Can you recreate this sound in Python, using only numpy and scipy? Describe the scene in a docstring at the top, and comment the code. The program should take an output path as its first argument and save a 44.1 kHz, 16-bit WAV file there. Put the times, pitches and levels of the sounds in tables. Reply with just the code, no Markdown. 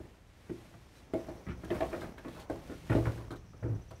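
"""Hooves knock on wood: a young goat walks down a ramp in a plank shelter, jumps off its lower end
and drags a hoof on it. Each hoof knocks the board's modes, clacks on the grain and flexes the ramp
into a low boom; grit crunches under some steps, and the walls give a short answer.
Straw rustles and hooves scuff between the steps. Small birds twitter far outside,
over a bed of outdoor air and low rumble."""
import sys
import numpy as np
from scipy import signal
from scipy.fft import rfft, irfft, next_fast_len
from scipy.io import wavfile
from scipy.ndimage import uniform_filter1d, map_coordinates

SR = 44100
rng = np.random.default_rng(int(sys.argv[2]) if len(sys.argv) > 2 else 0)


def generate_wav(sig):
    """Save sig (samples, or channels by samples) to the path in sys.argv[1] as 16-bit PCM at SR."""
    pcm = np.round(np.clip(np.atleast_2d(sig).T, -1, 1) * 32767).astype(np.int16)
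    wavfile.write(sys.argv[1], SR, pcm)


N = 176400

# hoof falls (time [s], boom [dB], knock [dB], knock centre [Hz], clack [dB], clack upper edge [Hz],
# clack ring [Hz], contact length [s])
HOOF_FALLS = [(0.001, -50.5, -52, 318, -72, 1490, 890, 0.003),
              (0.496, -52, -37.5, 270, -59, 2000, 880, 0.005),
              (0.739, -57, -61.5, 357, -64, 2020, 1150, 0.017),
              (1.136, -45, -30.5, 410, -53.5, 2450, 2180, 0.013),
              (1.285, -49.5, -42.5, 452, -59, 2070, 950, 0.022),
              (1.466, -43.5, -50.5, 250, -54.5, 2250, 1290, 0.017),
              (1.486, -39.5, -44, 205, -51.5, 2840, 1380, 0.034),
              (1.635, -47.5, -45.5, 345, -55, 1950, 1650, 0.0044),
              (1.704, -48, -31, 370, -46, 2700, 1750, 0.017),
              (1.749, -46.5, -48, 454, -53, 2360, 1250, .02),
              (1.806, -49, -30, 640, -43.5, 2740, 1080, 0.029),
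              (1.928, -62, -36.5, 430, -47, 2160, 1350, 0.02),
              (2.016, -53, -46.5, 490, -50, 2280, 1260, 0.034),
              (2.18, -63, -54.5, 470, -53.5, 2550, 1550, 0.007),
              (2.248, -65, -42.5, 260, -53.5, 2100, 1110, 0.036),
              (2.366, -70, -56, 640, -58, 1480, 1040, 0.094),
              (2.498, -48, -35, 440, -50, 1730, 1540, 0.015),
              (2.697, -68, -41.5, 307, -55.5, 1790, 1400, 0.038),
              (2.897, -28, -32, 310, -41.5, 2150, 856, 0.038),
              (2.918, -41, -39.5, 523, -44.5, 2260, 1340, 0.017),
              (2.951, -27, -26, 337, -49.5, 3300, 1200, 0.02),
              (2.978, -42, -36, 483, -52, 1900, 950, 0.0091),
              (3.053, -36, -47, 348, -44.5, 1680, 1050, 0.012),
              (3.067, -32.5, -40.5, 334, -45, 1680, 1410, 0.0078),
              (3.105, -39.5, -55, 277, -61, 1500, 1100, 0.0045),
              (3.178, -47, -49.5, 334, -57, 1680, 1000, 0.035),
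              (3.306, -48, -42.5, 300, -50.5, 1520, 1290, 0.039),
              (3.534, -53, -59, 400, -64.5, 1606, 1200, 0.009),
              (3.626, -36.5, -47, 447, -55.5, 1890, 1380, 0.023),
              (3.638, -38, -38.5, 300, -57.5, 1580, 900, 0.062),
              (3.908, -49.5, -52.5, 602, -58.5, 1750, 1344, 0.028)]
# the ramp's modes (pitch [Hz], level struck high up [dB], level struck at its foot [dB], t60 [s])
RAMP_MODES = [(64.8, -6.5, 2.5, 0.4), (114.7, -5, 8.5, 0.37), (179.2, 1.5, -6.5, 0.13),
              (249.5, -4.5, -7.5, 0.35), (289.9, -2, 3.5, 0.18), (330.8, 4.5, 1, 0.21), (353, 4, 0.5, 0.21),
              (411, -6, -3, 0.23), (489, -10, -1.5, 0.21), (548.7, -11, -2.5, 0.27), (626, 2, 0.5, 0.16),
              (665, 3.5, -4.5, 0.18), (781, -4, -6, 0.2), (872, -3.5, -6, 0.12), (1105, -5, 0, 0.12)]
# the goat's way down the ramp (time [s], position [0 top to 1 foot])
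GOAT_PATH = [(1.9, 0), (2.6, 0.97)]
# gritty clicks and scrapes (time [s], length [s], squeak [Hz], base level [dB])
HOOF_SCRAPES = [(1.136, .004, 9000, -59), (1.289, .008, 9500, -66.5), (1.647, 0.0053, 6600, -61),
                (1.805, 0.0091, 2300, -57.5), (2.01, 0.018, 4100, -59.5), (2.181, 0.013, 2900, -66),
                (2.282, 0.1, 4250, -65), (2.398, 0.027, 4400, -60), (2.499, 0.0017, 8600, -60),
                (2.9, 0.079, 3200, -59.5), (3.306, 0.023, 4100, -60.5), (3.358, 0.016, 3800, -67),
                (3.906, 0.0097, 4400, -65)]
# bird phrases (time [s], notes [count], spacing [s], glide from [Hz], glide to [Hz],
# first note [dB], last note [dB])
BIRD_PHRASES = [(1.02, 8, .071, 6400, 5500, -82, -77), (3.607, 6, .069, 5600, 6300, -75, -69)]
# a second bird's whistle (time [s], length [s], pitch [Hz], level [dB])
BIRD_WHISTLES = [(0.956, 0.059, 4000, -75)]
# the shelter's decay (frequency [Hz], t60 [s])
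SHELTER_DECAY = [(100, 1), (400, 0.54), (2000, 0.55), (10000, 0.26)]
# tone colours of the noise layers (frequency [Hz], relative level [dB])
GRIT_COLOUR = [(1500, 0), (3200, 3.5), (4200, 3), (5200, -6), (7500, -4.5), (9800, -5), (10600, -12),
               (12200, -7), (15500, -15)]
RASP_COLOUR = [(120, 0.5), (290, 0), (600, -16), (1200, -26), (3000, -56), (8000, -54)]
STRAW_COLOUR = [(800, 7), (2000, 10.5), (3300, 7), (5800, 2.5), (7500, -1), (9500, 0), (10400, -5.5),
                (12000, -2.5), (15500, -14)]
SCUFF_COLOUR = [(100, 0.5), (220, 0), (650, -6), (1000, -8.5), (2000, -15), (3000, -24.5), (6000, -33)]
AIR_COLOUR = [(20, -11), (40, 7.5), (65, 6), (115, 5.5), (170, -9.5), (400, -13), (1000, -18), (2200, -20),
              (4600, -31.5), (5900, -31), (7500, -33), (15000, -57)]
RUMBLE_COLOUR = [(20, -10), (42, 6.5), (68, 9), (112, -4), (170, 2), (400, -48.5)]
# fader rides of the running layers (time [s], base level [dB])
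STRAW_RIDE = [(0.0, -71), (0.24, -76.5), (0.57, -66.5), (0.9, -72), (0.97, -65.5), (1.11, -77.5),
              (1.15, -64.5), (1.57, -73.5), (1.74, -60), (2.04, -61.5), (2.17, -74.5), (2.18, -71),
              (2.42, -63), (2.48, -80), (2.51, -62), (2.6, -67.5), (2.71, -62.5), (2.83, -65),
              (2.97, -58.5), (3.16, -61.5), (3.3, -74), (3.32, -70), (3.42, -78), (4.0, -72)]
SCUFF_RIDE = [(0, -55.5), (.28, -69.5), (.6, -56.5), (.9, -65.5), (1.1, -60.5), (1.22, -50.5), (1.4, -55),
              (1.6, -57.5), (1.75, -41), (1.91, -48.5), (2.04, -44), (2.16, -59.5), (2.33, -48.5),
              (2.44, -57.5), (2.65, -52.5), (2.85, -60), (3.0, -44), (3.25, -53.5), (3.48, -69.5),
              (3.75, -54.5), (4, -74)]
TWITTER_RIDE = [(0, -100), (1.3, -74.5), (2.8, -79), (3.45, -75.5), (4, -81)]
RUMBLE_RIDE = [(0, -67), (1.1, -73), (1.6, -55), (2.2, -57.5), (2.8, -52), (3.15, -52.5), (3.5, -54),
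               (4, -60)]

BOOM_HZ, BOOM_OCT, KNOCK_OCT = 91.6, 0.74, 0.71  # centre of the flexing; widths of what a hoof excites
BOOM_ATTACK_S, KNOCK_ATTACK_S, CLACK_ATTACK_S = 0.0027, 0.00032, 0.0004
KNOCK_TOP_HZ = 863  # a soft hoof excites little above this
THUD_DB, THUD_T60_S, DETUNE_PER_KHZ = -9, 0.2, .028
CLACK_LOW_HZ, CLACK_T60_S, CLACK_TREBLE_DB, CLACK_ROUGH_DB = 790, .12, -24.5, 2.5
CRACK_DB, CRACK_S = 1, 0.0066  # extra bite added at first touch, and its decay time
HORN_DB, HORN_T60_S, HORN_WIDTH = -4, .12, .06  # width as a share of the pitch
GRIT_T60_S, GRIT_LINGER, SQUEAK_DB, SQUEAK_WIDTH_HZ = .015, 4, 8, 150
RIPPLE_DB, RIPPLE_STEP_HZ = 4.5, 70
DRAG_AT_S, DRAG_LENGTH_S, DRAG_DB, SLIP_HZ, RASP_DB = 3.695, 0.068, -34, 113.4, -9.5
STRAW_TRIM_DB, AIR_DB = 3, -59
RUB_WIDTH_HZ, RUB_DB = 59, 2  # how the ramp's modes stand out when it is rubbed
NOTE_S, TWITTER_HZ, TWITTER_WIDTH_HZ, TWITTER_PER_S, TWITTER_DEPTH = 0.021, 5760, 520, 14, .45
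GOAT_SEND_DB, BIRD_SEND_DB = -18.5, -13  # sends to the shelter's reverb
LOW_CUT_HZ, TOP_HZ = 32.4, 15750


def hooves():
    """The lead: every hoof fall is a low boom, a woody knock and a hard clack."""
    track, t = np.zeros(N), np.arange(SR // 2) / SR
    for s, boom_db, knock_db, centre_hz, clack_db, edge_hz, horn_hz, contact in HOOF_FALLS:
        position = np.interp(s, *np.transpose(GOAT_PATH))
        boom = hit_level(knock(t, position, BOOM_HZ, BOOM_OCT, BOOM_ATTACK_S, contact), boom_db)
        body = hit_level(knock(t, position, centre_hz, KNOCK_OCT, KNOCK_ATTACK_S, contact), knock_db)
        snap = hit_level(clack(t, horn_hz, edge_hz, contact), clack_db)
        add(track, s, boom + body + snap)
    return track


def knock(t, position, centre_hz, octaves, attack, contact):
    """A blow wakes the ramp's modes around a centre frequency, over a dense, unpitched thud."""
    def reach(hz):
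        bell = np.exp(-.5 * (np.log2((hz + 1) / centre_hz) / octaves) ** 2)
        return bell / np.sqrt(1 + (hz / KNOCK_TOP_HZ) ** 10)
    thud = noise(reach, len(t)) * envelope(t, attack, contact, THUD_T60_S)
    ring = ramp_ring(t, position, reach, attack, contact / 2)
    return hit_level(ring, 0) + hit_level(thud, THUD_DB)


def ramp_ring(t, position, reach, attack, hold):
    """The modes ring according to where the ramp is struck; the goat's weight detunes the higher ones."""
    ring = np.zeros(len(t))
    for k, (hz, top_db, foot_db, t60) in enumerate(RAMP_MODES):
        stray_db, detune, phase = rng.standard_normal(3)
        gain = reach(hz) * amp(top_db + position * (foot_db - top_db) + stray_db)
        pitch = hz * (1 + DETUNE_PER_KHZ * hz / 1000 * detune)
        tone = np.sin(2 * np.pi * pitch * t + k * np.pi / 2 + phase)
        ring += gain * tone * envelope(t, attack, hold, t60)
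    return ring


def clack(t, horn_hz, edge_hz, contact):
    """Hard horn on wood grain: a crack, a rough burst and a brief ring at the hoof's own pitch."""
    def band(hz):
        body = 1 / (1 + (hz / edge_hz) ** 6)
        treble = amp(CLACK_TREBLE_DB) * edge_hz / (hz + edge_hz)
        return (body + treble) * hz ** 6 / (hz ** 6 + CLACK_LOW_HZ ** 6)
    grain = amp(CLACK_ROUGH_DB * unit(uniform_filter1d(rng.standard_normal(len(t)), size=90)))
    peaks = ripple()
    crack = 1 + amp(CRACK_DB) * np.exp(-t / CRACK_S)
    burst = noise(lambda hz: band(hz) * peaks(hz), len(t)) * grain * crack
    burst *= envelope(t, CLACK_ATTACK_S, contact, CLACK_T60_S)
    horn = noise(lambda hz: resonance(hz, horn_hz, HORN_WIDTH * horn_hz), len(t))
    horn *= envelope(t, CLACK_ATTACK_S, contact, HORN_T60_S)
    return hit_level(burst, 0) + hit_level(horn, HORN_DB)


def scrapes():
    """Grit crunches under a hoof around one squeaky resonance; the shortest touches are dry clicks."""
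    track, t = np.zeros(N), np.arange(SR // 2) / SR
    crack = 1 + np.exp(-t / CRACK_S)
    for s, length, squeak_hz, db in HOOF_SCRAPES:
        peaks = ripple()
        squeak_db = lambda hz: SQUEAK_DB * resonance(hz, squeak_hz, SQUEAK_WIDTH_HZ)
        grit = noise(lambda hz: amp(along(GRIT_COLOUR, hz) + squeak_db(hz)) * peaks(hz), len(t))
        t60 = min(GRIT_T60_S + GRIT_LINGER * length, CLACK_T60_S)  # longer scrapes linger
        add(track, s, amp(db) * grit * envelope(t, KNOCK_ATTACK_S, length, t60) * crack)
    return track * amp(2.5 * wobble(500))


def drag():
    """A dragged hoof judders at the ramp's own low note, rasping once a slip."""
    track, t = np.zeros(N), np.arange(SR // 2) / SR
    slip = sine(SLIP_HZ * (1 + 0.063 * wobble(42)[:len(t)]))
    rasp = unit(coloured(RASP_COLOUR, len(t)) * (1 + slip))
    judder = unit(slip) + amp(RASP_DB) * rasp
    shape = envelope(t, attack=0.0022, hold=DRAG_LENGTH_S, t60=0.13)
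    add(track, DRAG_AT_S, amp(DRAG_DB) * judder * shape)
    return track


def straw():
    """Straw rustles: a bright hiss with a fast flicker."""
    return coloured(STRAW_COLOUR, N) * amp(curve(STRAW_RIDE) + STRAW_TRIM_DB + 1.1 * wobble(430))


def scuffs():
    """Feet scuff along the ramp and stir its modes."""
    def board(hz):
        modes = sum(resonance(hz, mode_hz, RUB_WIDTH_HZ) for mode_hz, *_ in RAMP_MODES)
        return np.sqrt(1 + amp(RUB_DB) ** 2 * modes)
    rub = noise(lambda hz: amp(along(SCUFF_COLOUR, hz)) * board(hz), N)
    return rub * amp(curve(SCUFF_RIDE) + 1.16 * wobble(24.3) + 2.1 * wobble(180))


def shelter(x):
    """The wooden walls' short answer, 10 ms late; the treble dies first."""
    hz, t, spectrum = signal.stft(rng.standard_normal(SR // 2), SR, nperseg=256)
    decay = amp(-60 * t / along(SHELTER_DECAY, hz)[:, None])
    tail = signal.istft(spectrum * decay, SR, nperseg=256)[1]
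    return signal.fftconvolve(np.pad(x, (SR // 100, 0)), tail / np.linalg.norm(tail))[:N]


def bird():
    """A small bird sings runs of quick, thin glides that grow louder."""
    track, progress = np.zeros(N), np.linspace(0, 1, int(NOTE_S * SR))
    for s, count, spacing, from_hz, to_hz, first_db, last_db in BIRD_PHRASES:
        for k, db in enumerate(np.linspace(first_db, last_db, round(count))):
            glide = (from_hz + (to_hz - from_hz) * progress) * (1 + 0.0049 * rng.standard_normal())
            add(track, s + k * spacing, amp(db) * unit(np.sin(np.pi * progress) * sine(glide)))
    return track


def far_birds():
    """A pulsing twitter blurred by distance, and one thin whistle."""
    pulse = unit(1 + TWITTER_DEPTH * sine(TWITTER_PER_S * (1 + .25 * wobble(10))))
    gain = amp(curve(TWITTER_RIDE) + 1.7 * wobble(TWITTER_PER_S))
    blur = noise(lambda hz: np.exp(-((hz - TWITTER_HZ) / TWITTER_WIDTH_HZ) ** 2 / 2), N)
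    track = gain * pulse * blur
    for s, length, hz, db in BIRD_WHISTLES:
        t = np.arange(int(length * SR)) / SR
        add(track, s, amp(db) * unit(np.sin(np.pi * t / length) * np.sin(2 * np.pi * hz * t)))
    return track


def outdoor_bed():
    """Outdoor air and an uneven low rumble."""
    air = amp(AIR_DB + 0.33 * wobble(4)) * coloured(AIR_COLOUR, N)
    rumble = amp(curve(RUMBLE_RIDE)) * coloured(RUMBLE_COLOUR, N)
    return air + rumble


def amp(db):
    """Decibels to gain."""
    return 10 ** (np.asarray(db) / 20)


def unit(x):
    """Scale to rms 1."""
    return x / np.sqrt(np.mean(x ** 2) + 1e-20)


def hit_level(x, db):
    """Set the rms level of a hit's first 30 ms."""
    return amp(db) * x / np.sqrt(np.mean(x[:int(.03 * SR)] ** 2) + 1e-20)


def along(points, hz):
    """Read (frequency [Hz], value) points on a log axis."""
    knots, values = np.transpose(points)
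    return np.interp(np.log(hz + 1), np.log(knots + 1), values)


def curve(points):
    """Draw (time [s], value) points out to one value a sample."""
    return np.interp(np.arange(N) / SR, *np.transpose(points))


def wobble(rate):
    """A smooth random curve, rate knots a second."""
    return map_coordinates(rng.standard_normal(int(N * rate / SR) + 4), [np.arange(N) * rate / SR])


def envelope(t, attack, hold, t60):
    """Rise, hold, then die away."""
    return (1 - np.exp(-t / attack)) * amp(-60 * np.maximum(t - hold, 0) / t60)


def sine(hz):
    """A sine that follows a moving frequency."""
    return np.sin(2 * np.pi * np.cumsum(hz) / SR)


def resonance(hz, centre, width):
    """A peak of height 1 that halves one width from its centre."""
    return 1 / (1 + ((hz - centre) / width) ** 2)


def ripple():
    """Chance peaks and valleys, as a gain of frequency."""
    knots = np.arange(0, SR / 2, RIPPLE_STEP_HZ)
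    db = RIPPLE_DB * rng.standard_normal(len(knots))
    return lambda hz: amp(np.interp(hz, knots, db))


def noise(gain, size):
    """Noise of rms 1, shaped by a gain of frequency."""
    hz = np.fft.rfftfreq(size, 1 / SR)
    return unit(irfft(gain(hz) * np.exp(2j * np.pi * rng.random(len(hz))), size))


def coloured(points, size):
    """Noise with a (frequency [Hz], relative level [dB]) colour."""
    return noise(lambda hz: amp(along(points, hz)), size)


def add(track, s, sound):
    """Mix a sound into the track at time s."""
    part = track[max(0, round(s * SR)):][:len(sound)]
    part += sound[:len(part)]


def scene():
    """The mono mix: goat and bird with the shelter's reverb, over rustle and the outdoors."""
    goat = hooves() + scrapes() + drag()
    song = bird()
    walls = shelter(amp(GOAT_SEND_DB) * goat + amp(BIRD_SEND_DB) * song)
    return (goat + song + walls + straw() + scuffs() + far_birds() + outdoor_bed())[None]


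def record(dry):
    """Master EQ: roll off the deepest bass and cut everything above TOP_HZ."""
    low_cut = signal.butter(N=4, Wn=LOW_CUT_HZ, btype="high", fs=SR, output="sos")
    thinned = signal.sosfilt(low_cut, dry)
    size = next_fast_len(N + SR // 2)
    passband = np.fft.rfftfreq(size, 1 / SR) < TOP_HZ
    return irfft(rfft(thinned, size) * passband, size)[..., :N]


dry = scene()
out = record(dry)
generate_wav(out)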